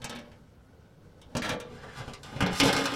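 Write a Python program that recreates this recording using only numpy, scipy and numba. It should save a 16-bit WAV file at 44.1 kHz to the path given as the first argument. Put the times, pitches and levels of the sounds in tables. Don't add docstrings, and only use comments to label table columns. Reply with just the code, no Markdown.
import sys
import numpy as np
from scipy import signal
from scipy.fft import rfft, irfft
from scipy.io import wavfile
from numba import njit

SR = 44100
rng = np.random.default_rng(int(sys.argv[2]) if len(sys.argv) > 2 else 0)


def unload_audio(sound):
    columns = np.transpose(np.atleast_2d(sound))
    steps = np.round(np.clip(columns, -1, 1) * 32767)
    wavfile.write(sys.argv[1], SR, steps.astype(np.int16))


N = 130095

# time in seconds, then treble, middle, bass
# and thud levels in dB, before the trims below.
SCRAPE_STROKES = [
    [(0.0, -70, -60, -36, -45), (0.036, -86, -44.5, -59, -41), (0.156, -88, -48, -46, -76),
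     (0.298, -76, -66, -52, -48), (0.51, -87.5, -72, -66, -64), (1.264, -80, -72.5, -54.5, -47.5),
     (1.34, -74, -61, -46, -55)],
    [(1.36, -81, -65, -61, -37), (1.415, -73, -72, -45, -48), (1.425, -45, -40, -26.5, -50),
     (1.446, -47, -27, -25.5, -56), (1.484, -51, -35, -27, -47), (1.515, -53, -31.5, -26, -45),
     (1.545, -69, -59, -40.5, -43), (1.57, -86, -56, -41, -52), (1.64, -83, -51, -42, -62)],
    [(1.668, -75, -55, -47.5, -46), (1.748, -63, -52, -44, -42), (1.81, -68, -52, -51, -53),
     (1.85, -63, -51.5, -39, -42), (1.9, -68.5, -50.5, -53, -55), (1.984, -50, -39, -43, -39),
     (2.02, -64, -51, -61, -38), (2.064, -60.5, -48, -42, -44), (2.09, -55.5, -43, -46, -40),
     (2.125, -68, -69, -41.5, -45), (2.145, -59, -57, -55, -46), (2.165, -71, -82, -49, -56),
     (2.222, -71, -80, -52, -51)],
    [(2.235, -58, -46, -44.5, -52), (2.394, -61, -45.5, -40.5, -37), (2.456, -67, -38.5, -25, -40),
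     (2.534, -51, -36, -43.5, -32), (2.59, -34.5, -35.5, -56, -55)],
    [(2.61, -47, -31.5, -20, -44), (2.664, -33.5, -27, -22, -49), (2.69, -37, -20, -20, -50),
     (2.72, -50, -41, -31, -54), (2.78, -44, -29, -25, -61), (2.83, -50, -37, -36.5, -62),
     (2.89, -50, -36.5, -34, -70), (2.95, -58, -37, -45, -66)],
]
# treble, middle, bass and thud in dB.
SCRAPE_TRIM_DB = (0, -3.5, -7, -6.5)
CATCHES_PER_S, CATCH_SPREAD_DB, SLIP_SPREAD_DB = 1800, 2, 1.5

# start in seconds, then treble, middle, bass and thud levels in dB,
# before the trims below.
KNOCKS = [(0.018, -44.5, -44.5, -70, -60), (0.0431, -26, -29, -34, -37), (0.0953, -34, -34.5, -38.5, -58),
          (0.1269, -51, -40.5, -44, -62), (0.1513, -45, -55, -38.5, -65), (0.1591, -43, -41.5, -48, -58),
          (0.188, -43, -53, -45, -72), (0.2117, -59, -67, -45, -69), (0.3164, -58, -54, -56, -55),
          (1.2154, -49, -47.5, -64, -81), (1.3512, -37.5, -34.5, -30, -28),
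          (1.3682, -25.5, -30.5, -30, -44), (1.4204, -37, -31.5, -38.5, -37), (1.492, -26, -30, -37.5, -37),
          (1.536, -46, -53, -34, -50), (1.6006, -35.5, -40, -41.5, -55), (1.833, -52, -44, -43, -55),
          (2.0041, -58, -41.5, -37.5, -37), (2.0788, -44, -43, -41, -40), (2.135, -36, -37, -70, -46),
          (2.232, -38, -43.5, -53, -64), (2.3272, -58, -47, -41, -51), (2.3624, -45, -34.5, -43.5, -32.5),
          (2.4059, -26, -22, -32, -39), (2.424, -31.5, -26.5, -37, -24.5), (2.463, -31.5, -25, -34.5, -39),
          (2.53, -32, -41, -38, -49), (2.6, -14, -19.5, -22.5, -52), (2.6342, -20.5, -25, -20, -38),
          (2.6545, -23.5, -27.5, -23, -44), (2.7284, -19.5, -22, -21, -52), (2.7508, -33, -25, -30, -45),
          (2.7648, -23, -27.5, -38, -53), (2.787, -31, -30.5, -29, -60), (2.8073, -32.5, -33, -42, -53),
          (2.8393, -31, -36.5, -38, -67), (2.8557, -22.5, -20, -32.5, -67),
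          (2.9205, -38, -35.5, -37, -66.5), (2.9379, -30.5, -36.5, -45, -58)]
# treble, middle, bass and thud in dB.
KNOCK_TRIM_DB = (-14, -4, -3.5, -5)
# treble, middle, bass and thud in seconds.
CONTACT_S = (.0003, .0006, .001, .003)
ROUGHNESS = (0.37, 1, 0.4, 0.3)

# frequency in Hz, relative level in dB, time to fade by 60 dB in seconds.
SHEET_MODES = [(24.8, -16.5, .15), (60.6, -18.5, 0.032), (175, 1, 0.19), (464, -5, 0.16),
               (1150, -5.5, 0.23), (1650, -3, 0.21), (2220, -5.5, 0.18), (3180, -3, 0.16),
               (4200, -10, 0.14), (6500, -12.5, 0.1), (10100, -12.5, 0.043), (12400, -20, 0.05),
               (16400, -35, 0.048)]
MODE_SPREAD_DB = 0
# frequency in Hz, relative level in dB, time to fade by 60 dB in seconds.
PANEL_MODES = [(406.7, 3.5, 0.39), (450.5, 10, 0.23), (563, 8, 0.23), (710, -3.5, 0.077), (1049, 4, 0.54),
               (1227, 14.5, 0.14), (1443, -5.5, 0.6), (1470, 6.5, 0.23), (1590, 11.5, 0.13),
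               (1823, 3, 0.35), (2155, 3.5, 0.34), (2944, 7, 0.19), (3115, -4.5, 0.091), (3497, 3, 0.2)]
BAND_BORDERS_HZ = (4500, 800, 140)
BLEND_OCTAVES = .8

STROKE_FLEX = (1.05, 1.11, .96, .99, 1)
# one value per stroke, in dB per octave.
STROKE_TILT_DB = (-0.7, -1.2, -2, -2, 1)

# time in seconds, pitch in Hz.
BOOM_PITCH = [(0, 233.7), (1.3, 243.3), (1.6, 237.6), (2.3, 227.6), (2.39, 198.6), (2.56, 181.4),
              (2.6, 279), (2.95, 277)]
BOOM_T60_S, BOOM_DB = 0.17, -1.5

# time in seconds, pitch in Hz, level in dB.
SCRAPE_TONE = [(1.66, 1460, -72), (1.73, 1500, -61), (1.82, 1770, -56.5), (1.93, 1750, -58),
               (2.02, 1550, -49.5), (2.1, 1550, -69)]
SCRAPE_TONE_T60_S = 0.019

# frequency in Hz, relative noise level in dB per Hz.
AIR_SPECTRUM = [(12, -55), (20, -39), (48, 2.5), (150, -0.5), (177, -0.5), (367, -11.5), (446, -6.5),
                (558, -19), (607, -16.5), (976, -21.5), (16000, -45)]
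AIR_DB, AIR_FLICKER_DB = -55.5, 1.5

# time in seconds, pitch in Hz, level in dB.
SQUEAK = [(.22, 12190, -83), (.255, 11700, -85), (.31, 13400, -86), (.345, 13000, -95)]

# start in seconds, pitch in Hz, level in dB,
# time to fade by 60 dB in seconds.
RINGS = [(1.51, 489.4, -34, 0.83), (1.52, 549, -35.5, 0.28), (1.709, 430.5, -44, 0.39),
         (2.404, 279.7, -26, 0.37), (2.424, 181.4, -22, 0.44), (2.625, 275.5, -16, 0.59),
         (2.756, 273, -27, 0.39)]


def from_db(db):
    return 10 ** (np.asarray(db) / 20)


def rms_one(x):
    return x / np.sqrt(np.mean(x ** 2) + 1e-20)


def in_time(rows):
    seconds, *columns = np.transpose(rows)
    return [np.interp(np.arange(N) / SR, seconds, column) for column in columns]


def drift(rate_hz):
    r = np.exp(-2 * np.pi * rate_hz / SR)
    noise = rng.standard_normal(N + SR)
    smooth = signal.lfilter([1], [1, -2 * r, r * r], noise)
    return rms_one(smooth[SR:])


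def grit():
    size_db = CATCH_SPREAD_DB * np.minimum(rng.exponential(1, N), 5)
    catches = from_db(size_db) * rng.choice([-1, 1], N)
    happens = rng.random(N) < CATCHES_PER_S / SR
    slips = from_db(SLIP_SPREAD_DB * drift(14.3))
    return rms_one(catches * happens * slips)


def air():
    edges = 17 * 2 ** np.arange(0, 10.1, .5)
    white = rng.standard_normal((2, N))
    hz, db = np.transpose(AIR_SPECTRUM)
    total = np.zeros(N)
    for k, (low, high) in enumerate(zip(edges, edges[1:])):
        band_filter = signal.butter(2, [low, high], "band", fs=SR, output="sos")
        band = signal.sosfilt(band_filter, white[k % 2])
        level_db = np.interp(np.log(low * high) / 2, np.log(hz), db)
        total += band * from_db(level_db + AIR_FLICKER_DB * drift(8.4))
    return from_db(AIR_DB) * rms_one(total)


def knocks(band):
    force = np.zeros(N + SR)
    t = np.arange(SR // 20) / SR
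    for start, *levels_db in KNOCKS:
        burst = ROUGHNESS[band] * rng.standard_normal(len(t)) * np.exp(-t / CONTACT_S[band])
        burst[0] = 3
        burst *= np.sqrt(.02 * SR / np.sum(burst ** 2))
        i = int(start * SR)
        force[i:i + len(t)] += from_db(levels_db[band] + KNOCK_TRIM_DB[band]) * burst
    return force[:N]


def sheet_responses():
    hz = 16500 * np.linspace(.005, 1, num=1600) ** 1.3 * rng.uniform(.99, 1.01, 1600)
    table_hz, *columns = np.transpose(SHEET_MODES)
    db, t60 = (np.interp(np.log(hz), np.log(table_hz), column) for column in columns)
    db = db + MODE_SPREAD_DB * rng.standard_normal(len(hz))
    t60 = t60 * rng.uniform(0.79, 1.41, len(hz))
    modes = np.vstack([np.transpose([hz, db, t60]), PANEL_MODES])
    t = np.arange(SR // 2) / SR
    out = np.zeros((4, SR // 2))
    for f, level_db, decay in modes:
        n = int(min(decay, .5) * SR)
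        phase = rng.uniform(0, 2 * np.pi) * (f > BAND_BORDERS_HZ[2])
        mode = from_db(level_db - 60 * t[:n] / decay) * np.sin(2 * np.pi * f * t[:n] + phase)
        below = np.clip(.5 + np.log2(np.array(BAND_BORDERS_HZ) / f) / BLEND_OCTAVES, 0, 1)
        share = np.sqrt(-np.diff(np.r_[1, below, 0]))
        out[:, :n] += share[:, None] * mode
    return out / np.sqrt(np.sum(out ** 2, axis=1, keepdims=True))


def held(force, response, tilts_db):
    out = np.zeros(N)
    starts = [0] + [int((stroke[0][0] - .012) * SR) for stroke in SCRAPE_STROKES[1:]] + [N]
    for a, b, flex, tilt_db in zip(starts, starts[1:], STROKE_FLEX, tilts_db):
        bent = signal.resample(response, int(len(response) / flex)) * np.sqrt(flex)
        octaves = np.log2(np.linspace(1, SR / 2, len(bent) // 2 + 1) / 1900)
        bent = irfft(rfft(bent) * from_db(tilt_db * octaves), len(bent))
        ringing = signal.fftconvolve(force[a:b], bent)
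        out[a:] += np.pad(ringing, (0, N))[:N - a]
    return out


@njit
def gliding_ring(x, hz, r, sr):
    y = np.zeros(len(x))
    for i in range(2, len(x)):
        w = 2 * np.pi * hz[i] / sr
        y[i] = np.sin(w) * x[i - 1] + 2 * r * np.cos(w) * y[i - 1] - r * r * y[i - 2]
    return y


def resonance(force, hz, t60):
    r = from_db(-60 / (t60 * SR))
    return np.sqrt(2 * (1 - r * r)) * gliding_ring(force, hz, r, SR)


def cover():
    rub = grit()
    scrape_db = in_time(np.vstack(SCRAPE_STROKES))
    forces = [knocks(band) + from_db(scrape_db[band] + SCRAPE_TRIM_DB[band]) * rub for band in range(4)]
    sheet = np.zeros(N)
    for band, response in enumerate(sheet_responses()):
        tilts_db = np.array(STROKE_TILT_DB) * (band == 1)
        sheet += held(forces[band], response, tilts_db)
    boom = from_db(BOOM_DB) * resonance(forces[2], in_time(BOOM_PITCH)[0], BOOM_T60_S)
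    tone_hz, tone_db = in_time(SCRAPE_TONE)
    tone = resonance(from_db(tone_db) * rub, tone_hz, SCRAPE_TONE_T60_S)
    return sheet + boom + tone


def squeak():
    hz, db = in_time(SQUEAK)
    t = np.arange(N) / SR
    sounding = (t > SQUEAK[0][0]) * (t < SQUEAK[-1][0])
    return from_db(db) * sounding * np.sin(2 * np.pi * np.cumsum(hz) / SR)


def rings():
    out = np.zeros(N)
    for start, hz, db, t60 in RINGS:
        t = np.maximum(np.arange(N) / SR - start, 0)
        onset = 1 - np.exp(-t / 0.0023)
        out += from_db(db - 60 * t / t60) * onset * np.sin(2 * np.pi * hz * t)
    return out


def scene():
    return (cover() + air() + squeak() + rings())[None]


def record(dry):
    low_pass = signal.ellip(12, .5, 60, 16300, fs=SR, output="sos")
    return signal.sosfilt(low_pass, dry)


dry = scene()
out = record(dry)
unload_audio(out)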